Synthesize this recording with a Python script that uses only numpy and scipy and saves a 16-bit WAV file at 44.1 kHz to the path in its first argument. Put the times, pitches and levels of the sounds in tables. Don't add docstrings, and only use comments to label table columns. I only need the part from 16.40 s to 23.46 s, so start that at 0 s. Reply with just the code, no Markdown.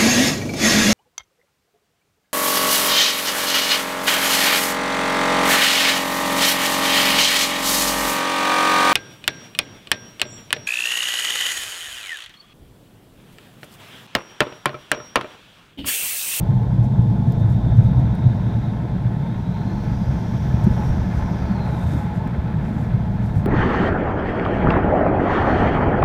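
import sys
import numpy as np
from scipy.fft import rfft, irfft, next_fast_len
from scipy.io import wavfile
from scipy.ndimage import uniform_filter1d, map_coordinates

SR = 44100
rng = np.random.default_rng(int(sys.argv[2]) if len(sys.argv) > 2 else 0)


def wav_out(sig):
    wavfile.write(sys.argv[1], SR, np.round(np.clip(np.atleast_2d(sig).T, -1, 1) * 32767).astype(np.int16))


N = 311346


def amp(db):
    return 10 ** (np.asarray(db) / 20)


def unit(x):
    return x / np.sqrt(np.mean(x ** 2) + 1e-20)


def curves(rows):
    s, *columns = np.transpose(rows)
    return [np.interp(np.arange(N) / SR, s, column) for column in columns]


def wobble(rate):
    knots = rng.standard_normal(int(N * rate / SR) + 4)
    return unit(map_coordinates(knots, [np.arange(N) * rate / SR]))


def filtered(x, response):
    m = next_fast_len(N + SR // 2)
    return irfft(rfft(x, m) * response(np.fft.rfftfreq(m, 1 / SR)), m)[:N]


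def colour(x, spectrum):
    f, db = np.transpose(spectrum)

    def response(hz):
        gain = amp(np.interp(np.log(hz + 1), np.log(f), db))
        return gain / np.maximum(hz / f[-1], 1) ** 6

    return unit(filtered(x, response))


def noise(spectrum):
    return colour(rng.standard_normal(N), spectrum)


def steady(x, seconds):
    return x / np.sqrt(np.abs(uniform_filter1d(x ** 2, int(seconds * SR) + 1)) + 1e-9)


def swells(rows):
    t = np.arange(N) / SR
    return sum(amp(db) * np.exp(-((t - s) / length) ** 2 / 2) for s, db, length in rows)


def resonate(x, modes):
    def response(f):
        return 1 + sum(amp(db) * 1j * f * w / (c ** 2 - f ** 2 + 1j * f * w) for c, w, db in modes)

    return filtered(x, response)


def whistle(hz, width_hz):
    phase = 2 * np.pi * np.cumsum(hz) / SR
    return unit(wobble(width_hz) * np.cos(phase) + wobble(width_hz) * np.sin(phase))


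# frequency in Hz, width in Hz, level in dB over the rest.
CABIN_MODES = [(113.47, 5.6, 7.5), (188, 8.1, -18.5), (223.3, 6.3, -3.5), (747, 52, -12.5),
               (1049, 20, -5.5), (1310, 21, -7.5), (1523, 80, -6.5), (1725, 28, -1.5), (1904, 43, -3.5),
               (2100, 36, -1)]


def in_cabin(x):
    return unit(resonate(x, CABIN_MODES))


# time in seconds, firing rate in Hz.
FIRING_RATE = [(0, 55.7), (1.4, 56.6), (3.1, 62.47), (4.2, 70.3), (4.6, 73), (5.6, 72.1), (6.1, 72.05),
               (7.06, 68.6)]
# time in seconds, roughness in dB.
ROUGHNESS = [(0, 0), (1, -0.5), (1.35, 0), (1.57, 2.5), (1.75, -4), (2, -3), (2.4, -6), (3.1, -7),
             (3.5, -6), (3.95, -6), (4.3, -3.5), (4.6, -6.5), (5, -10), (5.4, -5.5), (5.85, -9.5),
             (6.3, -7.5), (7.06, -3.5)]
# time in seconds, level in dB.
SHAKE_LEVEL = [(0, -27.5), (.9, -29.5), (1.25, -26.5), (1.65, -20), (2, -29.5), (2.5, -28), (3.05, -37.5),
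               (3.5, -26), (3.8, -32.5), (4.45, -24.5), (4.9, -28), (5.45, -29.5), (5.75, -34.5),
               (7.06, -27.5)]
# frequency in Hz, dB per Hz.
SHAKE_SPECTRUM = [(12, -35), (25, -6), (38, 3), (62, 10.5), (84, 10.5), (97, 2), (130, -34.5)]
BOOM_SPECTRUM = [(65, -22), (92, -12), (104, 2), (114, 2), (128, 3.5), (146, 0.5), (175, -29)]
DRUM_SPECTRUM = [(110, -17), (150, 1), (185, 2.5), (212, -3.5), (235, -8.5), (250, -9.5), (290, -15.5),
                 (330, -13.5), (385, -32.5), (480, -24.5), (800, -66.5)]
TREAD_SPECTRUM = [(280, -12.5), (350, -2), (430, -1), (520, -3.5), (620, -0.5), (725, -0.5), (785, -8.5),
                  (850, -1.5), (930, -4), (985, -12), (1050, -8.5), (1130, -20), (1500, -29.5),
                  (3000, -56.5)]
BOOM_DB, BOOM_GROWS = -17.5, 1.235
DRUM_DB, DRUM_GROWS = -23, 0.39
TREAD_DB, TREAD_GROWS = -36.5, 0.36
TREAD_DB_PER_OCTAVE = 3
FIRINGS_PER_TURN = 14
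THROB_S, THROB_DB, THROB_FADE_S = 0.15, 4, 2.2


def road():
    rough_db, = curves(ROUGHNESS)
    firing_hz, = curves(FIRING_RATE)
    shake_db, = curves(SHAKE_LEVEL)
    t = np.arange(N) / SR

    turns = np.cumsum(firing_hz) / SR / FIRINGS_PER_TURN
    turns_from_crest = turns - np.interp(THROB_S, t, turns)
    throb_db = THROB_DB * np.exp(-t / THROB_FADE_S) * np.cos(2 * np.pi * turns_from_crest)
    speed_db = TREAD_DB_PER_OCTAVE * np.log2(firing_hz / firing_hz.max())

    shake = amp(shake_db + 1.9 * wobble(5.1)) * steady(noise(SHAKE_SPECTRUM), seconds=0.48)

    boom_db = BOOM_DB + BOOM_GROWS * rough_db + throb_db + wobble(10)
    boom = amp(boom_db) * steady(in_cabin(noise(BOOM_SPECTRUM)), seconds=0.11)

    drum_db = DRUM_DB + DRUM_GROWS * rough_db + 1.54 * wobble(45)
    drum = amp(drum_db) * steady(in_cabin(noise(DRUM_SPECTRUM)), seconds=0.17)

    tread_db = TREAD_DB + TREAD_GROWS * rough_db + speed_db + 0.76 * wobble(20)
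    tread = amp(tread_db) * in_cabin(noise(TREAD_SPECTRUM))
    return shake + boom + drum + tread


def thud(s, db, hz, length):
    first = max(int((s - 4 * length) * SR), 0)
    last = min(int((s + 4 * length) * SR), N)
    near = np.arange(first, last)
    t = near / SR - s
    out = np.zeros(N)
    out[near] = amp(db) * np.exp(-((t - length / 4) / length) ** 2) * np.cos(2 * np.pi * hz * t)
    return out


# time in seconds, envelope peak in dB, pitch in Hz, length in seconds.
SEAM_THUDS = [(0.145, -12.5, 111, 0.032), (0.594, -5, 127, 0.0035), (.733, -15, 189, 0.015),
              (1.047, -9.5, 115, 0.021), (1.385, -8.5, 108, 0.018), (1.862, -2.5, 121, 0.014),
              (2.665, -12.5, 120, 0.014), (2.816, -15.5, 130, 0.011), (3.61, -19, 190, 0.013),
              (3.698, -13.5, 125, 0.017), (4.144, -7, 151, 0.0045), (4.244, -9, 122, 0.0091),
              (4.27, -5, 180, 0.0054), (4.272, -19.5, 346, 0.0083), (4.313, -5, 126, 0.0031),
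              (4.449, -16, 140, 0.0039), (4.503, -6.5, 84.4, 0.0024), (4.574, -14.5, 165, 0.0037),
              (4.655, -15, 179, 0.0039), (4.859, -13.5, 131, .004), (4.912, -16.5, 150, 0.0059),
              (5.113, -13, 194, 0.014), (5.445, -17.5, 84, 0.038), (5.535, -23, 296, .006),
              (5.561, -22, 270, .008), (5.78, -13.5, 141.1, .005), (5.992, -11, 85, 0.007),
              (6.182, -16, 148, .018), (6.548, -8.5, 127, 0.0098), (6.969, -8.5, 125.6, 0.009)]
PATTER_PER_S, PATTER_DB, PATTER_HZ, PATTER_LENGTH_S = 9, -23, 157, 0.0044


def bumps():
    seams = sum(thud(*row) for row in SEAM_THUDS)
    flaws = rng.random(size=(200, 3))[:int(PATTER_PER_S * N / SR)]
    patter = np.zeros(N)
    for when, strength, pitch in flaws:
        db = PATTER_DB + 8 * (strength - .5)
        hz = PATTER_HZ * 2 ** (pitch - .5)
        patter += thud(when * N / SR, db, hz, PATTER_LENGTH_S)
    return seams + patter


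# time in seconds, load in dB.
ENGINE_LOAD = [(0, -7), (.5, -10), (.75, -8), (1.15, -8.5), (1.4, -5), (2.6, -5), (3.5, -3.5), (4.1, -2.5),
               (4.4, 0), (4.65, -1.1), (5.28, .5), (5.5, -0.55), (6.15, -2), (6.35, -2.5), (7.06, -3)]
# multiple of the firing rate, level in dB relative to the hum.
HUM_ORDERS = [(.5, -16), (1, 0.5), (1.5, -14.5), (2, -7.5), (2.5, -14), (3, -11.5)]
# frequency in Hz, dB per Hz.
CLATTER_SPECTRUM = [(500, -20), (1000, 4.5), (1170, -4.5), (1290, 3), (1750, 1), (1830, -3.5), (2080, -4),
                    (2350, -5.5), (2520, -7), (2900, -13.5), (4000, -17.5), (8000, -47.5)]
GROWL_SPECTRUM = [(200, -22), (370, 2), (480, -3), (660, -2), (780, -3.5), (1000, -8.5), (1300, -13.5)]
HUM_DB, HUM_GROWS = -26.5, 2.4
GROWL_DB, GROWL_GROWS = -38.5, 2.64
CLATTER_DB = -42
GRAIN_DB, GRAINS_PER_S = 1, 320
BURST_SHARE = .35


def engine():
    firing_hz, = curves(FIRING_RATE)
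    load_db, = curves(ENGINE_LOAD)
    cycles = np.cumsum(firing_hz * (1 + .009 * wobble(8))) / SR

    hum = np.zeros(N)
    for multiple, db in HUM_ORDERS:
        hum += amp(db + 2.1 * wobble(8.7)) * np.sin(2 * np.pi * (multiple * cycles + rng.random()))

    firing = cycles.astype(int)
    cylinder_db = 1.4 * rng.standard_normal(size=4)[firing % 4]
    firing_db = 5 * np.clip(rng.standard_normal(size=1000), -2, 1.2)[firing]
    bursts = 1 + 0.5 * amp(cylinder_db + firing_db) * np.exp(-(cycles % 1) / BURST_SHARE)

    grain = amp(0.9 * wobble(40) + GRAIN_DB * wobble(GRAINS_PER_S))
    clatter = in_cabin(colour(bursts * grain * rng.standard_normal(N), CLATTER_SPECTRUM))
    growl = colour(bursts * rng.standard_normal(N), GROWL_SPECTRUM)

    loud_hum = amp(HUM_DB + HUM_GROWS * load_db) * hum
    loud_clatter = amp(CLATTER_DB + load_db) * clatter
    loud_growl = amp(GROWL_DB + GROWL_GROWS * load_db) * growl
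    return loud_hum + loud_clatter + loud_growl + panel(bursts)


# frequency in Hz, relative level in dB.
PANEL_MODES = [(843, 0), (872, -7.5), (903, -5.5), (1040, -14.5), (1080, -17.5)]
# frequency in Hz, dB per Hz.
PANEL_SPECTRUM = [(600, -32), (790, -13), (825, -9.5), (850, -0.5), (885, -5), (920, -3.5), (955, -11.5),
                  (1000, -11.5), (1250, -28)]
# time in seconds, level in dB.
PANEL_LEVEL = [(0, -44.5), (.9, -45), (1.5, -47), (2.6, -47.5), (3.4, -44), (4.1, -46.5), (4.34, -39),
               (4.46, -36), (4.56, -50), (4.83, -36.5), (5.03, -44.5), (5.22, -39), (5.39, -38.5),
               (5.5, -48), (5.67, -36), (5.76, -43), (5.85, -36.5), (5.92, -48), (6.4, -44.5), (7.06, -47)]


def panel(bursts):
    ring = np.zeros(N)
    for hz, db in PANEL_MODES:
        mode = whistle(hz * (1 + .006 * wobble(5)), width_hz=30)
        ring += amp(db + 3.3 * wobble(8.4)) * mode
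    rattle = colour(bursts * rng.standard_normal(N), PANEL_SPECTRUM)
    level_db = curves(PANEL_LEVEL)[0] + 0.48 * wobble(22)
    return amp(level_db) * steady(ring + amp(-3.5) * rattle, seconds=0.13)


# time in seconds, whistle pitch in Hz.
WHISTLE_PITCH = [(0, 3400), (.7, 3554), (1.1, 3630), (1.6, 3740), (2.28, 3800), (2.42, 3480), (2.7, 3430),
                 (2.92, 3650), (3.25, 4126), (3.55, 4750), (3.9, 5380), (4.1, 5590), (4.3, 5730),
                 (4.5, 5470), (4.65, 5080), (4.95, 5000), (5.17, 4200), (5.4, 3734), (5.9, 3350),
                 (7.06, 3149)]
# time in seconds, gain in dB.
WHISTLE_LEVEL = [(0, -83), (.6, -74), (1, -64.5), (2.28, -65), (2.42, -72), (2.72, -76), (2.88, -64),
                 (3.3, -63.5), (3.6, -66), (3.95, -70), (4.1, -76), (4.45, -68), (4.7, -66), (4.97, -64),
                 (5.08, -61), (5.25, -59), (5.55, -63), (5.8, -73), (6.35, -69), (6.55, -81), (7.06, -78)]
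# frequency in Hz, width in Hz, level in dB over the rest.
WHISTLE_FLARES = [(3640, 60, -7), (3830, 50, -6), (4130, 35, -.5), (4830, 40, -12), (5605, 60, 5)]
PIPE_MODES = [(3490, 45, -1.5), (3642, 45, 2), (3817, 47, -3), (4132, 25, 3), (4826, 35, 0), (5050, 50, -9),
              (5598, 45, 1.5), (5810, 40, -7.5), (6004, 60, 0), (6340, 70, -4)]
# frequency in Hz, dB per Hz.
RUSH_SPECTRUM = [(2400, -9.5), (2800, -6), (2950, -7), (3200, 2), (3700, -2.5), (4000, -4.5), (5000, -9),
                 (6200, -14), (7000, -15), (10000, -21.5)]
BOOST_SPECTRUM = [(3000, -18.5), (4600, -0.5), (5600, 4.5), (6300, 1.5), (7000, -6.5), (9000, -14),
                  (12500, -10), (15500, -15.5)]
BOOST_FROM_HZ, BOOST_SPAN_HZ = 3440, 1200
RUSH_DB, BOOST_DB, UPPER_DB = -54.5, -58.5, -72.5
FLUTTER, FLUTTER_DB = .007, 1.5
CORE_DB, CORE_WIDTH_HZ = -2.5, 200
SKIRT_DB, SKIRT_WIDTH_HZ = -2, 700


def turbo():
    pitch_hz, = curves(WHISTLE_PITCH)
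    speed = pitch_hz / pitch_hz.max()
    boost = np.tanh(np.maximum(pitch_hz - BOOST_FROM_HZ, 0) / BOOST_SPAN_HZ)
    pitch_hz = pitch_hz * (1 + FLUTTER * wobble(25))

    core = amp(CORE_DB) * whistle(pitch_hz, CORE_WIDTH_HZ)
    skirt = amp(SKIRT_DB) * whistle(pitch_hz, SKIRT_WIDTH_HZ)
    tone_db = curves(WHISTLE_LEVEL)[0] + FLUTTER_DB * wobble(20)
    tone = amp(tone_db) * resonate(core + skirt, WHISTLE_FLARES)

    upper = amp(UPPER_DB + 1.5 * wobble(12)) * speed ** 9 * whistle(2.31 * pitch_hz, width_hz=650)
    rush = amp(RUSH_DB) * speed * noise(RUSH_SPECTRUM)
    hiss = amp(BOOST_DB) * boost * noise(BOOST_SPECTRUM)
    return resonate(tone + rush + hiss, PIPE_MODES) + upper


# start in seconds, level in dB before the onset ramp, pitch in Hz, 60 dB decay in seconds.
TAPS = [(.821, -26, 840, .05), (.869, -26, 698, .06), (1.32, -23.5, 640, 0.055), (4.617, -26, 856, 0.046),
        (6.893, -29, 899, .05)]


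def knocks():
    out = np.zeros(N + SR)
    t = np.arange(SR // 4) / SR
    onset = 1 - np.exp(-t / .001)
    for s, db, hz, t60 in TAPS:
        tap = amp(db - 60 * t / t60) * onset * np.sin(2 * np.pi * hz * t)
        out[round(s * SR):][:len(t)] += tap
    return out[:N]


# middle in seconds, level in dB, half length in seconds.
RASP_SWELLS = [(.31, -56, 0.016), (.57, -51, .025), (.78, -50, 0.022), (1.05, -48, .022),
               (1.315, -48.5, .02)]
# frequency in Hz, dB per Hz.
RASP_SPECTRUM = [(900, -18.5), (1350, 6), (1700, 1.5), (2200, -12.5)]


def rasps():
    grain = amp(2 * wobble(250))
    return swells(RASP_SWELLS) * colour(rng.standard_normal(N) * grain, RASP_SPECTRUM)


# middle in seconds, level in dB, half length in seconds.
RUSTLE_SWELLS = [(0.093, -66.5, 0.034), (0.447, -57.5, 0.0099), (0.901, -63, 0.026), (0.999, -62, 0.012),
                 (1.116, -60, .027), (1.378, -63, 0.0081), (1.447, -63.5, 0.028), (1.596, -62.5, .013),
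                 (4.328, -60.5, .03), (4.46, -58, 0.046), (4.776, -59, .04), (5.444, -58, 0.15),
                 (5.566, -60.5, 0.071), (5.765, -60.5, 0.018), (6.278, -63.5, .04), (6.411, -61, 0.05),
                 (6.867, -60, 0.033), (6.978, -58, 0.025)]
# frequency in Hz, dB per Hz.
RUSTLE_SPECTRUM = [(2000, -11), (5000, -1), (8000, -3.5), (10000, -7), (13000, -8.5), (15500, -12)]


def rustles():
    grain = amp(1.9 * wobble(500))
    return swells(RUSTLE_SWELLS) * colour(rng.standard_normal(N) * grain, RUSTLE_SPECTRUM)


# start in seconds, starting level in dB, 60 dB decay in seconds.
TRIM_CLICKS = [(.622, -54, .006), (.922, -42.5, 0.011), (1.368, -52.5, .012), (1.753, -35.5, 0.0014),
               (1.949, -54, .006), (3.441, -49.5, .006), (4.094, -56, .006), (4.24, -46, .055),
               (4.521, -56, 0.0092), (5.119, -53, 0.013), (5.258, -54.5, 0.019), (5.875, -53.5, 0.022)]
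# frequency in Hz, dB per Hz.
CLICK_SPECTRUM = [(1500, -18.5), (3500, -6), (5500, -2.5), (8000, -1.5), (11000, -5.5), (15500, -4)]


def clicks():
    envelope = np.zeros(N + SR)
    t = np.arange(SR // 8) / SR
    for s, db, t60 in TRIM_CLICKS:
        envelope[round(s * SR):][:len(t)] += amp(db - 60 * t / t60)
    return envelope[:N] * noise(CLICK_SPECTRUM)


# frequency in Hz, dB per Hz.
HISS_SPECTRUM = [(2000, 1), (6500, -1.5), (9000, -5.5), (13000, -4.5), (15500, -7)]


def background_hiss():
    return amp(-65.5) * noise(HISS_SPECTRUM)


def scene():
    car = road() + bumps() + engine() + turbo()
    close_by = knocks() + rasps() + rustles() + clicks()
    return car + close_by + background_hiss()


TOP_HZ = 15450


def record(dry):
    return filtered(dry, lambda hz: hz < TOP_HZ)[None]


dry = scene()
out = record(dry)
wav_out(out)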